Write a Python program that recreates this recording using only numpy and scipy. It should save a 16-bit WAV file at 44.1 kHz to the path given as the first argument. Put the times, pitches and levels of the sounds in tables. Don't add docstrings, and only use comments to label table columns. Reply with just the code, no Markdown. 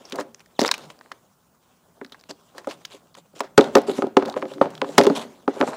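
import sys
import numpy as np
from scipy import signal
from scipy.fft import rfft, irfft, next_fast_len
from scipy.io import wavfile
from scipy.ndimage import uniform_filter1d, map_coordinates

SR = 44100
rng = np.random.default_rng(int(sys.argv[2]) if len(sys.argv) > 2 else 0)


def digitize_waveform(pressure):
    field = np.atleast_2d(pressure).T
    bounded = np.clip(field, -1, 1)
    quanta = np.round(bounded * 32767).astype(np.int16)
    wavfile.write(sys.argv[1], SR, quanta)


def decibels_to_gain(level_db):
    exponent = np.asarray(level_db, float) / 20
    return 10 ** exponent


N = 254016

# frequency in Hz, level in dB per Hz.
AIR_COLOUR = [(20, -35), (50, -3), (100, 1.5), (160, 2.5), (250, -4), (310, -4), (500, -7.5), (1000, -6),
              (1500, -9.5), (2100, -27.5), (3200, -24), (7000, -16.5), (12500, -20.5), (15700, -24)]
# frequency in Hz, level in dB rms.
CAMERA_WHINE = [(14790, -92), (14850, -92), (14910, -91), (14970, -80), (15030, -81), (15090, -92)]
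# frequency in Hz, time to fall by 60 dB in seconds.
FENCE_DECAY = [(200, 0.95), (1000, 0.39), (4000, 0.33), (12000, 0.012)]
# frequency in Hz, level in dB, time to fall by 60 dB in seconds.
BOARD_MODES = [(175, -22, .09), (287, -2, .085), (335, -9, .07), (394, 0, .08), (533, -2.5, .075),
               (610, -7, .06), (715, -6, .06), (830, -5, .06), (975, -8, .05), (1263, -8, .045),
               (1460, -13, .035), (1772, -16, .03), (2330, -21, .025)]
# from this second on, favoured Hz, boost in dB.
STRUCK_SPOTS = [(0, 520, 6), (.58, 750, 4), (.61, 500, 3), (2, 394, 4), (2.5, 530, 6), (3.38, 700, 9),
                (3.57, 394, 6), (3.6, 530, 6), (3.74, 420, 2), (3.87, 394, 12), (3.96, 287, 7),
                (4.01, 394, 4), (4.15, 394, 7), (4.19, 400, 4), (4.35, 560, 10), (4.41, 530, 6),
                (4.6, 560, 7), (4.8, 530, 7), (4.97, 340, 4), (4.998, 530, 7), (5.06, 394, 10),
                (5.09, 287, 9), (5.46, 330, 6), (5.55, 620, 5)]
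# time in seconds, level in dB.
DRAG = [(0, -60.5), (.38, -68), (.75, -66.5), (1.07, -64.5), (1.43, -73), (2.53, -64), (2.77, -61.5),
        (3.27, -70.5), (3.62, -66), (3.77, -51), (4.14, -82.5), (4.36, -58), (4.7, -59.5), (5.13, -49),
        (5.3, -55.5), (5.52, -69), (5.66, -63), (5.76, -59)]
# frequency in Hz, level in dB per Hz.
GRIT_COLOUR = [(530, -20), (900, -13.5), (1050, -6.5), (1200, -12.5), (1830, -18.5), (3380, -16.5),
               (4360, -21.5), (4980, -22), (7400, -21.5), (14500, -39), (16000, -51.5)]
# middle in seconds, level in dB, half width in seconds.
GROUND_THUDS = [(.3, -64.5, 0.16), (0.852, -46, .06), (2.77, -59.5, .15), (3.45, -59, 0.28),
                (4.7, -44.5, 0.25), (5.04, -35, 0.071), (5.55, -69, 0.17)]
# start in seconds, length in seconds, grit level in dB, board shake in dB.
SCUFF_EVENTS = [(0.038, 0.118, -52.5, -53), (0.134, 0.04, -50.5, -30), (0.175, 0.044, -40.5, -32),
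                (0.588, 0.086, -37.5, -23.5), (0.657, 0.015, -26, -54), (0.738, 0.17, -48.5, -42.5),
                (1.595, 0.18, -64.5, -83.5), (2.287, 0.028, -38, -40.5), (2.541, 0.076, -55.5, -43),
                (2.676, 0.062, -41.5, -40), (2.899, 0.065, -45, -50), (3.15, 0.0059, -40, -67),
                (3.162, 0.035, -48, -52.5), (3.349, 0.047, -47, -51), (3.778, 0.012, -32.5, -19),
                (3.865, 0.052, -35, -36), (3.924, 0.09, -38.5, -43), (4.258, 0.054, -48, -28),
                (4.27, 0.0119, -51, -60), (4.319, 0.0145, -49, -60), (4.981, 0.0065, -25.5, -38.5),
                (4.358, 0.034, -47, -58), (4.533, 0.018, -56.5, -60), (3.595, 0.099, -44.5, -29),
                (0.711, 0.01, -30.5, -57), (4.464, 0.091, -49, -49), (4.853, 0.21, -45, -51),
                (4.973, 0.047, -30.5, -55), (5.148, 0.045, -29, -30), (5.18, 0.058, -36, -38),
                (5.519, 0.29, -43, -35.5), (5.666, 0.05, -43.5, -31.5), (5.597, 0.23, -72, -44)]
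# frequency in Hz, level in dB.
CRACK_COLOUR = [(300, -36.5), (1000, 6), (2500, -1.5), (5000, -1), (8000, -10.5), (12000, -20),
                (16000, -22)]
# start in seconds, peak in dB, ring in Hz, 60 dB fall in seconds.
STONES_BURST = [(0.0525, -32, 5600, 0.043), (0.1227, -16.5, 3200, 0.03), (0.346, -25, 6200, 0.0096),
                (.395, -37.5, 5900, 0.007), (0.404, -36, 2370, 0.04), (0.5927, -7, 4280, 0.023),
                (0.608, -7.5, 5270, 0.0085), (0.63, -19, 4780, 0.014), (0.6378, -13, 3740, 0.0058),
                (.664, -19.5, 4820, 0.03), (0.678, -11.5, 5075, 0.015), (0.7138, 0.5, 3785, 0.011),
                (0.74, -14, 2690, 0.039), (0.7799, -25, 2330, 0.01), (0.9017, -28.5, 2650, 0.033),
                (0.99, -37, 4730, 0.0071), (2.1214, -30, 3540, 0.055), (2.1936, -43, 4150, 0.0094),
                (2.2934, -32.5, 5550, 0.066), (2.31, -23.5, 4760, 0.013), (2.853, -21, 5900, 0.018),
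                (3.143, -42, 4130, 0.05), (3.391, -33.5, 5500, 0.0068), (3.3945, -32, 7600, 0.033),
                (0.602, -14.5, 5525, 0.017), (0.668, -20.5, 5200, .02), (0.7154, -5.5, 1300, 0.021),
                (.679, -17.5, 1200, 0.037), (2.697, -36, 1900, .02), (2.71, -24, 2470, 0.053),
                (2.816, -45, 2100, 0.016), (2.8508, -18.5, 3300, 0.017), (2.902, -43, 3000, .02),
                (2.919, -35, 4160, .02), (1.1182, -26.5, 1740, 0.022), (4.3255, -34.5, 3900, 0.022),
                (4.4822, -40.5, 3840, .02), (5.0359, -15.5, 1890, 0.04), (5.0985, -23, 4200, 0.019),
                (2.063, -39, 4500, .01), (2.097, -42, 4000, .01), (2.199, -42, 5000, 0.012),
                (2.211, -40, 4500, .012), (.109, -34, 3000, .015)]
# start in seconds, peak in dB, tilt in dB per octave, 60 dB fall in seconds.
SOLE_CLICKS = [(0.098, -31, 8, 0.015), (0.157, -24, 6.5, 0.025), (0.186, -16.5, -18.5, 0.1),
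               (0.2006, -28, 7.5, .02), (0.209, -23, -1, 0.033), (0.4598, -40.5, 2, 0.019),
               (0.615, -8.5, 0.5, 0.018), (0.6485, -5, -7, 0.016), (0.6897, -9.5, -5.5, 0.0092),
               (1.011, -28, -13, 0.016), (1.06, -35.5, -23, 0.012), (1.1164, -23.5, -6, 0.029),
               (2.0135, -24, -16, 0.035), (2.047, -26.5, -2, 0.018), (2.145, -32.5, -9, 0.043),
               (2.238, -34.5, 0.8, 0.01), (2.581, -26, 0, 0.053), (2.645, -34.5, -2, 0.032),
               (2.6725, -30, 0, 0.024), (3.4052, -15, 2.5, 0.022), (3.4337, -35, -2, 0.19)]
# start in seconds, peak in dB, tilt in dB per octave,
# 60 dB fall in seconds.
WOOD_CLACKS = [(3.5781, 2.5, -0.5, 0.025), (3.5861, -7, -6.5, 0.04), (3.753, 0, -0.5, 0.02),
               (3.983, -18, -20, 0.014), (4.022, -16.5, -5.5, 0.011), (4.169, 0, -5.5, 0.022),
               (4.2233, -15.5, -14.5, 0.017), (4.2527, -25, -5, 0.012), (4.282, -28.5, 3, 0.006),
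               (4.3406, -22, -9.5, 0.023), (4.3652, -16.5, -19, 0.048), (4.4249, -13.5, -12, 0.026),
               (4.6141, -2, -20.5, 0.076), (4.704, -36, 3.5, 0.043), (4.8165, -7, -14, 0.03),
               (4.8445, -21, -10.5, 0.036), (4.9809, 8.5, -2.5, .035), (5.0124, -6, -8, .02),
               (5.026, -22.5, -5, 0.015), (5.0673, -8.5, -3, 0.03), (5.4788, -9.5, -13, .025),
               (5.612, -3, -13, 0.024), (5.6264, -13, -10.5, .0059), (5.676, -15, -18, 0.04),
               (5.7326, -20.5, -12.5, 0.034), (3.7677, -12.5, -5.5, .015), (3.7725, -18, 3.5, .012),
               (3.783, -21.5, 1.5, .012), (3.817, -28, 6, .012), (4.198, -27, -9.5, .015),
               (4.2256, -24, -6, .01), (4.233, -31, -4, .01), (4.292, -33, -4.5, .012),
               (4.361, -27.5, -9.5, .012), (4.375, -22, -9.5, .015), (4.387, -35.5, -6.5, .012),
               (4.395, -37, 1, .012), (4.412, -37, 2.5, .01), (4.4197, -22, -16, .01),
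               (4.4542, -28, -7.5, .015), (4.582, -35, -10.5, .015), (4.6573, -14, -19, .02),
               (4.7368, -33, -11.5, .015), (5.054, -15.5, -7, .012), (5.603, -25, 1, .015)]
# start in seconds, peak in dB, 60 dB fall in seconds.
RIM_TICKS = [(3.6098, -9.5, 0.012), (3.641, -26, 0.012), (3.896, -18, 0.0054), (3.915, -24, 0.012),
             (4.069, -32.5, .0092), (4.257, -22.5, 0.025), (4.298, -22.5, 0.014), (4.5166, -36, 0.015),
             (4.537, -30.5, 0.03), (4.7521, -25.5, 0.015), (4.7779, -28, 0.018), (4.8896, -30, 0.012),
             (5.046, -16.5, 0.013), (3.643, -22.5, .015), (4.616, -28, .04)]
# start in seconds, peak in dB, ring in Hz, 60 dB fall in seconds,
# tilt in dB per octave.
AIR_TAP = [
    (3.405, -15, 950, .05, -9),
]
# start in seconds, peak
# in dB, contact in ms, damping factor.
STEP_BLOWS = [(.007, -25.5, 2.1, 1.6), (.05, -38, 1.2, 0.65), (.125, -5.5, 2.8, 1.2),
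              (.147, -28, 0.2, 0.099), (.187, -9, 0.17, 1.4), (.199, -15.5, 0.15, 0.69),
              (.5915, 10, 0.08, 6.4), (.6155, 11, 1.7, 2.8), (.624, -4, 1.9, 1.1), (.647, -31, 0.58, 1.2),
              (1.117, -33, 0.36, 1.15), (2.013, -13.5, 2, 1.13), (2.048, -11, 5, 1.1),
              (2.12, -31.5, 0.42, 1.8), (2.292, -10, 5.6, 0.39), (2.304, -23, 0.37, 1.2),
              (2.549, -29.5, 0.22, 1.9), (2.58, -26, 0.22, 1.9), (2.671, -7, 0.5, 1.3),
              (2.939, -24, 1.7, 1.04), (3.172, -25, 2.5, 1.4), (3.334, -35.5, 0.53, 1),
              (3.368, -36.5, 1.4, 0.53), (3.405, -13, 0.34, 0.95), (3.439, -23, 0.25, 1.2)]
# start in seconds, peak in dB, contact in ms,
# damping factor.
PUCK_BLOWS = [(3.5774, 13.5, 0.62, 1.1), (3.585, 6.5, 0.18, 1.5), (3.5914, 12, 0.25, 1.9),
              (3.608, -2, 0.85, 0.74), (3.753, 13, 0.55, 1.3), (3.766, 8, 0.25, 0.95),
              (3.882, -11.5, 0.89, 0.48), (3.894, -5, 0.51, 2), (3.916, -8, 1.2, 4.3),
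              (3.985, 1.5, 1.2, 1.65), (4.021, -2, 0.1, 1.1), (4.038, 3.5, 1.1, 2.2),
              (4.065, -8, 0.85, 1.1), (4.168, 7, 0.17, 0.95), (4.207, -19, 1.1, 1.3),
              (4.224, -6.5, 0.29, 1.13), (4.256, -15, 0.91, 0.85), (4.279, -14.5, 0.27, 1.9),
              (4.3, -24, 0.46, 2.1), (4.342, -20, 1.5, 0.84), (3.973, -13.5, 1.7, 1),
              (4.292, -24.5, 0.67, 1.7), (4.316, -20, 1.7, 1.3)]
# start in seconds, peak in dB, contact in ms, damping factor.
BLADE_BLOWS = [(4.36, -18, 0.36, 0.47), (4.364, -1.5, 0.99, 1.8), (4.374, -20, 0.52, 0.41),
               (4.418, -28, 0.66, 2.1), (4.422, -11, 1.1, 0.39), (4.456, -4.5, 0.95, 5.1),
               (4.512, -19, 0.46, 0.87), (4.552, -16, 2.8, 0.069), (4.612, 9, 0.37, 2.04),
               (4.627, -12, 1.3, 1.3), (4.641, -14, 0.6, 0.65), (4.657, -9, 0.4, 3.6),
               (4.667, -3, 1.1, 3.5), (4.58, -26, 0.55, 1), (4.816, -6.5, 0.82, 0.5),
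               (4.846, -23.5, 0.37, 0.25), (4.888, -13, 1.27, 1.2), (4.981, 12.5, 0.5, 1.9),
               (4.986, 8.5, 0.7, 0.72), (4.992, 16.5, 0.89, 7.3), (5.002, 13, 0.56, 4.2),
               (5.011, -3, 0.5, 0.81), (5.033, -12.5, 0.88, 0.16), (5.047, -3, 1, 1.2), (5.099, 4, 0.44, 2),
               (5.067, 3.5, 0.22, 1.2), (5.1049, 0.5, 1.56, 1.08), (5.477, 2, 0.76, 1.15),
               (5.566, -15.5, 0.71, 1.2), (5.603, 2, 0.8, 2), (5.6099, 4.5, 0.41, 1.5),
               (5.6254, 2.5, 0.4, 1.4), (5.635, -6, 0.33, 1.4)]


def unit(x):
    return x / np.sqrt(np.mean(x ** 2) + 1e-20)


def along(points, hz):
    f, v = np.transpose(points)
    return np.interp(np.log(hz + 1), np.log(f + 1), v)


def bump(hz, centre_hz, octaves):
    return np.exp(-.5 * (np.log2((hz + 1) / centre_hz) / octaves) ** 2)


def filtered(x, response):
    m = next_fast_len(len(x) + 8192)
    return irfft(rfft(x, m) * response(np.fft.rfftfreq(m, 1 / SR)), m)[:len(x)]


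def coloured(x, spectrum):
    return unit(filtered(x, lambda hz: decibels_to_gain(along(spectrum, hz))))


def causal(gain):
    c = irfft(np.log(gain + 1e-6))
    c[1:len(c) // 2] *= 2
    c[len(c) // 2 + 1:] = 0
    return np.exp(rfft(c))


def wobble(rate):
    knots = rng.standard_normal(int(N * rate / SR) + 4)
    return map_coordinates(knots, [np.arange(N) * rate / SR])


def add(track, s, sound):
    part = track[round(s * SR):][:len(sound)]
    part += sound[:len(part)]


def patchy(x, depth_db):
    z = signal.stft(x, nperseg=256)[2]
    field = uniform_filter1d(rng.standard_normal(z.shape), size=5, axis=0)
    field = uniform_filter1d(field, size=12, axis=1)
    return unit(signal.istft(z * decibels_to_gain(depth_db * unit(field)), nperseg=256)[1][:N])


def grains(per_s, spread_db, noise_share):
    hit = rng.random(N) < per_s / SR * decibels_to_gain(5.5 * wobble(35))
    spikes = hit * rng.standard_normal(N) * decibels_to_gain(spread_db * rng.exponential(size=N))
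    return unit(spikes) + noise_share * rng.standard_normal(N)


def camera_whine():
    t = np.arange(N) / SR
    carrier_hz, flip_hz = 15000, 60
    out = np.zeros(N)
    for hz, db in CAMERA_WHINE:
        sign = (-1) ** (abs(hz - carrier_hz) // flip_hz)
        out += sign * decibels_to_gain(db + 3 + wobble(8)) * np.sin(2 * np.pi * hz * t)
    return out


def air():
    t = np.arange(N) / SR
    drone = decibels_to_gain(-72 + 3 * wobble(42)) * np.sin(2 * np.pi * 242 * t + 0.5 * wobble(36))
    town = decibels_to_gain(.5 * wobble(3)) * coloured(patchy(rng.standard_normal(N), .8), AIR_COLOUR)
    return decibels_to_gain(-65) * town + drone


def yard(x):
    hz, t, z = signal.stft(rng.standard_normal((4, SR // 2)), SR, nperseg=256)
    fade = decibels_to_gain(-60 * t / along(FENCE_DECAY, hz)[:, None])
    tails = signal.istft(z * fade, SR, nperseg=256)[1]
    turns = (np.arange(N) // 64 % 4 == np.arange(4)[:, None]) * x
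    delayed = np.pad(turns, ((0, 0), (300, 0)))
    return signal.fftconvolve(delayed, tails / np.linalg.norm(tails[0]), axes=1).sum(axis=0)[:N]


def ringing(damping, favoured_hz, boost_db, chance):
    t = np.arange(6400) / SR
    hz, db, t60 = np.transpose(BOARD_MODES)[:, :, None]
    t = np.maximum(t - 0.0016 * (np.sqrt(1000 / hz) - .65), 0)
    swell = 1 - np.exp(-2.8 * hz * t)
    sign = (-1.) ** (np.arange(len(BOARD_MODES))[:, None] // 5)
    weight = swell * sign * .75 * decibels_to_gain(boost_db * bump(hz, favoured_hz, 0.2))
    strength_db, detune = 1.5 * chance[:, :1], 0.023 * chance[:, 1:2]
    rocking = np.repeat(np.cumsum(chance[:, 2:], axis=1), 64, axis=1)
    blur = .2 * uniform_filter1d(rocking, size=64, axis=1)
    fade = decibels_to_gain(db + strength_db - 60 * t * damping / t60)
    return np.sum(weight * fade * np.sin(2 * np.pi * hz * (1 + detune) * t + blur), axis=0)


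def shaken():
    body = ringing(16, 620, 20, np.zeros((len(BOARD_MODES), 102)))
    knocks = patchy(grains(500, 1.2, .8), 2.5)
    return unit(signal.fftconvolve(knocks, body)[:N])


def ground_thuds():
    t = np.arange(N) / SR
    thud = np.full(N, decibels_to_gain(-67))
    for s, db, width in GROUND_THUDS:
        thud += decibels_to_gain(db) * np.exp(-((t - s) / width) ** 2)
    return thud * unit(filtered(rng.standard_normal(N), lambda hz: bump(hz, 150, .3)))


def sliding():
    drag_db = np.interp(np.arange(N) / SR, *np.transpose(DRAG))
    rumble = decibels_to_gain(-49 + 1.24 * (drag_db + 54.5))
    crackle = decibels_to_gain(1.5 * wobble(30)) * coloured(patchy(grains(1500, 1.8, 1.2), 3), GRIT_COLOUR)
    return rumble * shaken() + decibels_to_gain(drag_db) * crackle


def squeak():
    start_s, length_s, sag_hz_per_s = .548, .045, 20000
    u = np.clip((np.arange(N) / SR - start_s) / length_s, 0, 1)
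    slips_hz = 3800 - sag_hz_per_s * length_s * u + 200 * wobble(250)
    phase = 2 * np.pi * np.cumsum(slips_hz) / SR
    grip = decibels_to_gain(-56 + 4 * wobble(300)) * np.sqrt(u) * (u < 1)
    return grip * (np.sin(phase) + decibels_to_gain(-6) * u * np.sin(2 * phase))


def scuffs():
    out, board = np.zeros(N), shaken()
    grit = patchy(grains(2500, 1.5, .5), 2.8)

    def grit_response(hz):
        return decibels_to_gain(along(GRIT_COLOUR, hz)) * (1 + 0.26 * bump(hz, 4300, 0.5))

    for s, length, db, shake_db in SCUFF_EVENTS:
        t = np.arange(round(length * 2 * SR)) / SR
        stroke = (1 - np.exp(-t / (0.22 * length))) * np.exp(-(t / length) ** 3)
        part = slice(round(s * SR), round(s * SR) + len(t))
        crunch = unit(filtered(grit[part], grit_response))
        add(out, s, stroke[:len(crunch)] * (decibels_to_gain(db) * crunch + decibels_to_gain(shake_db) * board[part]))
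    return out


def contacts():
    stones = [(*row, 0) for row in STONES_BURST]
    rim = [(s, db, 3580, t60, 0.5) for s, db, t60 in RIM_TICKS]
    clicks = [(s, db, 1820, t60, tilt_db) for s, db, tilt_db, t60 in SOLE_CLICKS]
    clacks = [(s, db, 814, t60, tilt_db) for s, db, tilt_db, t60 in WOOD_CLACKS]
    return sorted([tuple(row) for row in AIR_TAP] + stones + rim + clicks + clacks)


def cracks():
    out, t = np.zeros(N), np.arange(2048) / SR
    hz = np.fft.rfftfreq(len(t), 1 / SR)
    edge = 1 - np.exp(-(t / 0.00052) ** 2)
    lead_s, contact_s = 0.0044, 0.00045
    lead = round(lead_s * SR)
    for s, db, ring_hz, t60, tilt_db in contacts():
        noise = rng.standard_normal(len(t))
        ring = 0.69 * (ring_hz / 1000) ** 1.1 * bump(hz, ring_hz, .17)
        colour = decibels_to_gain(along(CRACK_COLOUR, hz) + tilt_db * np.log2((hz + 300) / 3000)) * (1 + ring)
        first = irfft(rfft(noise[::-1] * np.exp(-t / 0.0002)) * causal(colour))
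        first = first / np.abs(first).max()
        tail = edge * decibels_to_gain(-9.5) * unit(irfft(rfft(noise) * colour))
        squeezed = decibels_to_gain(db - 22) * np.linspace(0, 1, lead) ** 2 * unit(tail)[-lead:]
        add(out, s + contact_s - lead_s, squeezed)
        add(out, s + contact_s, decibels_to_gain(db - 60 * t / max(t60, .002)) * (first + tail))
    return out


def blows():
    out = np.zeros(N)
    for s, db, contact_ms, damping in [*STEP_BLOWS, *PUCK_BLOWS, *BLADE_BLOWS]:
        chance = rng.standard_normal((len(BOARD_MODES), 102))
        _, favoured_hz, boost_db = max(tuple(spot) for spot in STRUCK_SPOTS if spot[0] <= s)
        u = np.arange(SR // 200) / SR * 1000 / max(contact_ms, .05)
        push = np.sin(np.pi * np.minimum(u, 1)) ** 2
        push = push / (push.sum() + 1e-9)
        add(out, s, decibels_to_gain(db - 11) * np.convolve(ringing(damping, favoured_hz, boost_db, chance), push))
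    return out


def scene():
    hits = blows() + cracks()
    near = hits + decibels_to_gain(-25) * yard(hits) + scuffs() + sliding() + ground_thuds()
    no_bass = signal.butter(N=3, Wn=184.4, btype="high", fs=SR, output="sos")
    return (signal.sosfilt(no_bass, near) + air() + camera_whine() + squeak())[None]


def roll_off(x):
    return signal.sosfilt(signal.butter(12, 16470, fs=SR, output="sos"), x)


def record(dry):
    limited = filtered(dry[0], lambda hz: hz < 15750)
    squash = limited / (1 + np.abs(limited) ** 12) ** (1 / 12) - limited
    coupling_hz = 105.9
    shed = filtered(squash, lambda hz: 1j * hz / (coupling_hz + 1j * hz))
    mix = np.clip(limited + shed, -1, 1)[None]
    return roll_off(mix)


dry = scene()
out = record(dry)
digitize_waveform(out)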